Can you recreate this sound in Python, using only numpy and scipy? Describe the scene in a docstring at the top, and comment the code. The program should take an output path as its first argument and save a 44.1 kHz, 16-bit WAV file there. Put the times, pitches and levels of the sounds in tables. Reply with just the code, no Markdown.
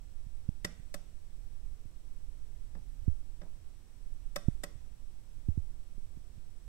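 """Clicking a charger's button

A finger presses and releases a plastic button on a battery charger twice, on a stone counter in a
quiet room. Each snap is a few quick contacts that ring the case and rock it on its feet; between
presses the finger nudges the button. A hand-held camera adds soft thumps and rumble on its right
microphone, over room hum, hiss and a faint electronic buzz."""
import sys
import numpy as np
from scipy import signal
from scipy.fft import rfft, irfft
from scipy.io import wavfile

SR = 44100
rng = np.random.default_rng(int(sys.argv[2]) if len(sys.argv) > 2 else 0)


def wrap_up_sound(samples):
    """Save the sound to the file named by the first command line argument, as 16-bit audio."""
    columns = np.atleast_2d(samples).T
    # keep every value between -1 and 1, then stretch to whole-number steps
    tamed = np.clip(columns, -1, 1)
    steps = np.round(tamed * 32767).astype(np.int16)
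    wavfile.write(sys.argv[1], SR, steps)


N = 294567


def amp(db):
    """Turns decibels into a number to multiply a sound by."""
    return 10 ** (np.asarray(db) / 20)


def read(points, hz, column=1):
    """Reads a table at any frequency, joining its rows by straight lines on a log-frequency axis."""
    table = np.transpose(points)
    return np.interp(np.log(hz + 1), np.log(table[0] + 1), table[column])


def stereo_gains(points, hz):
    """Reads a table's left and right levels as gains."""
    return amp([read(points, hz, column=1), read(points, hz, column=2)])


def add(mix, start, sound):
    """Mixes a sound in at a start time in seconds."""
    part = mix[..., max(round(start * SR), 0):][..., :sound.shape[-1]]
    part += sound[..., :part.shape[-1]]


def fade(t, t60):
    """Dies away by 60 dB in t60 seconds, the fade time."""
    return np.exp(-np.log(1000) * t / np.maximum(t60, 1e-4))


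def colour(sound, points, size=2048):
    """Turns each frequency up or down, left and right, as a table says."""
    cepstrum = irfft(np.log(stereo_gains(points, np.fft.rfftfreq(size, 1 / SR))))
    # folding this in half keeps the filter from ringing before the sound arrives
    cepstrum[:, 1:size // 2] *= 2
    cepstrum[:, size // 2 + 1:] = 0
    return signal.oaconvolve(sound, irfft(np.exp(rfft(cepstrum))), axes=1)[:, :N]


# The room's low hum: f/Hz, left/(dB per Hz), right/(dB per Hz)
ROOM_HUM = [(19.6, -89, -100), (58, -85.5, -72.5), (121, -91.5, -86.5), (292, -97, -94.5),
            (484, -103, -101), (730, -105, -105), (1330, -114, -111), (2920, -124, -118),
            (6540, -140, -135)]
# The microphones' hiss: f/Hz, left/(dB per Hz), right/(dB per Hz)
MIC_HISS = [(1070, -114, -110.5), (4000, -113.5, -111.5), (4800, -116, -112.5), (5850, -114.5, -107),
            (6370, -117, -114), (6940, -113, -116), (7800, -105.5, -118), (8420, -107.5, -118),
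            (9700, -118.5, -119), (12900, -117.5, -120), (13400, -122.5, -120.5), (15500, -121, -120)]
def hum_and_hiss(shared=0.16):
    """The two microphones share a little of the room's hum, and each makes its own hiss."""
    hz = np.fft.rfftfreq(N, 1 / SR)
    left, other = rfft(rng.standard_normal((2, N)))
    right = shared * left + np.sqrt(1 - shared ** 2) * other
    hum = np.array([left, right]) * stereo_gains(ROOM_HUM, hz)
    hiss = rfft(rng.standard_normal((2, N))) * stereo_gains(MIC_HISS, hz)
    return irfft(hum + hiss, N) * np.sqrt(SR / 2)


def buzz(ticks_per_s=51.2, pitch_hz=10550, width_s=0.00054, left_db=-68, right_db=-86):
    """Faint, regular electronic ticks, each a tiny burst of a high tone."""
    beats = np.diff(np.floor(np.arange(N + 1) * ticks_per_s / SR))
    t = np.arange(-SR // 400, SR // 400) / SR
    tick = np.exp(-.5 * (t / width_s) ** 2) * np.cos(2 * np.pi * pitch_hz * t)
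    return amp([[left_db], [right_db]]) * signal.oaconvolve(beats, tick, "same")


# The tone of the grip's rumble: f/Hz, relative level/dB
RUMBLE_TONE = [(3, -2.5), (10, 2.5), (22, -5.5), (33, -6.5), (52, -14.5), (85, -23), (110, -28), (200, -46),
               (400, -55), (1500, -73.5)]
# How the rumble swells and sinks: t/s, relative level/dB
GRIP_LEVEL = [(0.0, -42), (0.2, -40.5), (1.15, -45), (1.4, -37.5), (2.01, -44.0), (2.16, -40),
              (2.76, -40.0), (3.01, -36.5), (3.96, -48.5), (4.11, -37.5), (4.41, -43.5), (4.56, -34.5),
              (4.66, -44.5), (5.72, -39), (5.868, -43.5), (6.02, -39.5), (6.57, -45), (6.67, -38.5)]
def grip_rumble(boost_db=3, left_db=-36):
    """The slow pressure of the hand makes a deep noise in the right microphone."""
    tone = amp(read(RUMBLE_TONE, np.fft.rfftfreq(N, 1 / SR)))
    noise = irfft(rfft(rng.standard_normal(N)) * tone, N)
    grip_db = np.interp(np.arange(N) / SR, *np.transpose(GRIP_LEVEL))
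    return amp([[left_db], [0]]) * amp(grip_db + boost_db) * noise / noise.std()


def knock(when, length, swing_share, hz=125, t60=0.025):
    """One soft push, blended with the fading swing of the camera that it sets off."""
    t, lead_s = np.arange(SR // 5) / SR, .01
    push = np.cos(np.pi * np.clip((t - lead_s) / length, -.5, .5)) ** 2
    wobble = np.sin(2 * np.pi * hz * t) * fade(t, t60)
    swing = signal.fftconvolve(np.gradient(push), wobble)[:len(t)]
    out = np.zeros(N)
    add(out, when - lead_s, (1 - swing_share) * push + swing_share * swing / abs(swing).max())
    return out


# Soft pushes of the hand on the camera: t/s, level/dB, length/s, share of swing (0 to 1)
PUSHES = [(0.267, -36.5, .0062, 0.56), (0.4913, -15, 0.0058, 0), (0.799, -32.5, 0.0084, 0.06),
          (4.4855, -9, 0.0042, .2), (4.4869, -28, 0.0018, 0.1), (4.757, -33, 0.0099, 0.4),
          (5.9817, -37, 0.0031, 0.27), (6.173, -36, 0.0033, .6), (6.380, -35.5, 0.0072, 0.46)]
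# Jolts of the camera in the grip: t/s, level/dB
JOLTS = [(1.8558, -37), (3.0813, -15), (5.488, -17), (5.5774, -20)]
def hand_thumps(left_db=-50, catch_early_s=0.0018, catch_db=-11.5, jolt_swing=0.84):
    """The right microphone feels the hand: soft pushes, and jolts that catch, pull back and swing on."""
    out = sum(amp(db) * knock(when, length, share) for when, db, length, share in PUSHES)
    for when, db in JOLTS:
        catch = knock(when - catch_early_s, length=0.003, swing_share=jolt_swing)
        pull = knock(when, length=0.0039, swing_share=jolt_swing, hz=75.4, t60=0.092)
        out += amp(db) * (amp(catch_db) * catch - pull)
    return amp([[left_db], [0]]) * out


# The room's echoes: f/Hz, fade time/s, left/dB, right/dB
ECHOES = [(150, 0.74, -8, -4), (288, 0.24, 4.5, -5), (587, 0.46, -3, -6), (880, 0.37, -1.5, -7),
          (1970, 0.48, -13, -10.5), (2500, 0.7, -14.5, -6), (4700, 0.46, -11, -12), (5300, 0.34, -18, 0),
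          (5930, 0.53, -7, -8), (6700, 0.59, -15, -9), (8200, 1, -18, -19), (13000, 0.071, -11, -18)]
def room_echoes(sound, first_echo_s=0.0095, size=256):
    """The room sends back a blur of echoes, each band of pitch dying at its own speed."""
    hz, t, bands = signal.stft(rng.standard_normal((2, SR // 2)), SR, nperseg=size)
    tail = signal.istft(bands * fade(t, read(ECHOES, hz)[:, None]), SR, nperseg=size)[1]
    tail *= np.arange(tail.shape[1]) / SR > first_echo_s
    tail /= np.linalg.norm(tail, axis=1, keepdims=True)
    tone = [(f, left, right) for f, _, left, right in ECHOES]
    return colour(signal.fftconvolve(sound, tail, axes=1), tone)


# The fingertip shifting on the button: t/s, length/s, starting level/dB
RUBS = [(2.75, 0.053, -61), (3.422, 0.063, -57.5)]
def finger_rubs(slips_per_s=1100, band_hz=(120, 800), fade_db=-12, left_db=-1):
    """The fingertip sticks and slips on the button: a short, fading run of dull little ticks."""
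    out = np.zeros(N)
    muffle = signal.butter(2, band_hz, "bandpass", fs=SR, output="sos")
    for start, length, db in RUBS:
        t = np.arange(0, length, 1 / SR)
        slips = rng.standard_normal(SR) * (rng.random(SR) < slips_per_s / SR)
        slips = signal.sosfilt(muffle, slips)
        add(out, start, amp(db + fade_db * t / length) * slips[:len(t)] / slips.std())
    return amp([[left_db], [0]]) * out


def ring(t, hz, left_db, right_db, t60, left_lead, swell_s=0.0026):
    """One natural note of a struck object swells and dies away, a little out of step in each ear."""
    envelope = np.minimum(t / swell_s, 1) * fade(np.maximum(t - swell_s, 0), t60)
    wave = np.sin(2 * np.pi * hz * t + np.array([[left_lead], [0]]))
    return amp([[left_db], [right_db]]) * envelope * wave


# The plastic case's notes: f/Hz, left/dB, right/dB, fade time/s, head start of the left wave/rad
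CASE_NOTES = [(578, -2, 2, 0.054, 0.76), (600, -23, -42, 0.036, 6), (768, -11, -19, 0.13, 3),
              (1077, -12, -7.5, 0.076, 2.5), (1152, -8, -4, 0.037, 4.5), (1304, -13, -2.5, 0.044, 2.5),
              (1566, -15, -8, 0.056, 2.5), (2545, -39, -18.5, 0.098, 3), (3595, -4.5, -4, 0.022, 2.5),
              (4580, -18, -31, 0.022, -0.5), (5350, -3, -13, 0.025, 3.5), (5840, -23, -8.5, 0.022, 4)]
# The button cap's notes: f/Hz, left/dB, right/dB, fade time/s, head start of the left wave/rad
CAP_NOTES = [(1734, -6, -1.5, 0.02, 2), (1928, -11, 3, 0.021, 1.7), (4880, -7, -13, .016, -1.5)]
# Snaps of the switch and nudges of the button, with relative levels for the crack and the ringing:
# t/s, crack/dB, first touch compared with the crack/dB, first gap between contacts/s, dull above/Hz,
# case/dB, hardness/(dB per octave), low cap note/dB, high cap notes/dB, rocking on the feet/dB
SNAPS = [(0.646, -26, -2.5, .0025, 8800, -40, 4.5, -41, -27.5, -40.5),
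         (0.9407, -32.5, -7, .0019, 18100, -40.5, -1, -41, -44.5, -46),
         (2.7484, -42.5, -6, .0025, 1200, -67, 1, -50, -59.5, -46),
         (3.4150, -47, 9, 0.0053, 1470, -56.5, -0.5, -50, -56, -48.5),
         (4.3597, -34, 6, .002, 22800, -32.5, 1, -33, -34, -44),
         (4.635, -32, -1, .0029, 16000, -39, 0, -37.5, -34.5, -48.5)]
def charger_ring(delay_s=0.001263):
    """Just after the first touch, the case and button cap ring and the charger rocks on its feet."""
    t, out = np.arange(SR // 3) / SR, np.zeros((2, N))
    case_notes = [ring(t, *note) for note in CASE_NOTES]
    octaves = np.log2(np.array(CASE_NOTES)[:, 0] / 1000)
    cap_low, *cap_high = (ring(t, *note) for note in CAP_NOTES)
    rocking = ring(t, hz=172, left_db=-5, right_db=0, t60=0.11, left_lead=0.25, swell_s=0.011)
    for start, *_, case_db, hardness, low_db, high_db, rocking_db in SNAPS:
        strengths = amp(case_db + hardness * octaves)  # a harder snap favours the high notes
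        case = np.tensordot(strengths, case_notes, 1)
        cap = amp(low_db) * cap_low + amp(high_db) * sum(cap_high)
        add(out, start + delay_s, case + cap + amp(rocking_db) * rocking)
    return out


# The tone of one contact in a snap: f/Hz, left/dB, right/dB
CRACK_TONE = [(195, -0.5, 6.5), (393, 0, 9.5), (583, -4.5, 3.5), (930, -7, -3), (2050, 0, -2),
              (2400, -4.5, -10), (3600, -1.5, -7), (4050, -8, -6.5), (4500, -5, -3.5), (6400, -5, -6.5),
              (8260, 3.5, -15), (10300, -6, -12), (12500, -0.5, -23), (13800, -17, -15)]
def switch_cracks(bounce_db=-6.5, slowing=1.25, softening=0.95, right_lag_s=.0004):
    """A first touch, the snap and two ever weaker, slower bounces each tick and shake the shell."""
    t = np.arange(SR // 12) / SR
    direct, into_room = np.zeros((2, 2, N))
    tick, shell = fade(t, t60=0.018), fade(t, t60=0.057)  # noise stands in for the shell's many notes
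    envelopes = np.array([tick + amp(-12) * shell, amp(-7) * shell])[:, None]  # direct, into the room
    for start, crack_db, touch_db, gap, dull_hz, *_ in SNAPS:
        for contact in range(4):
            when = start + gap * contact ** slowing
            db = crack_db + (bounce_db * (contact - 1) if contact else touch_db)
            bursts = amp(db) * envelopes * rng.standard_normal((2, 2, len(t)))
            pole = np.exp(-2 * np.pi * dull_hz * softening ** contact / SR)  # softer means less treble
            near, far = signal.lfilter([(1 - pole) ** 2], np.poly([pole, pole]), bursts)
            add(direct[0], when, near[0])
            add(direct[1], when + right_lag_s, near[1])
            add(into_room, when, far)
    return colour(direct, CRACK_TONE), colour(into_room, CRACK_TONE)


def scene(body_echo_db=-9.5):
    """The button in its room, with the sounds of the hand-held camera."""
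    cracks, into_room = switch_cracks()
    body = charger_ring() + finger_rubs()
    echoes = room_echoes(into_room + amp(body_echo_db) * body)
    return cracks + body + echoes + hand_thumps() + grip_rumble() + hum_and_hiss() + buzz()


def record(dry, top_hz=15850):
    """Cuts away the very highest treble."""
    low_pass = signal.firwin(511, top_hz, window=("kaiser", 9), fs=SR)
    return signal.oaconvolve(dry, low_pass[None], "same")


dry = scene()
out = record(dry)
wrap_up_sound(out)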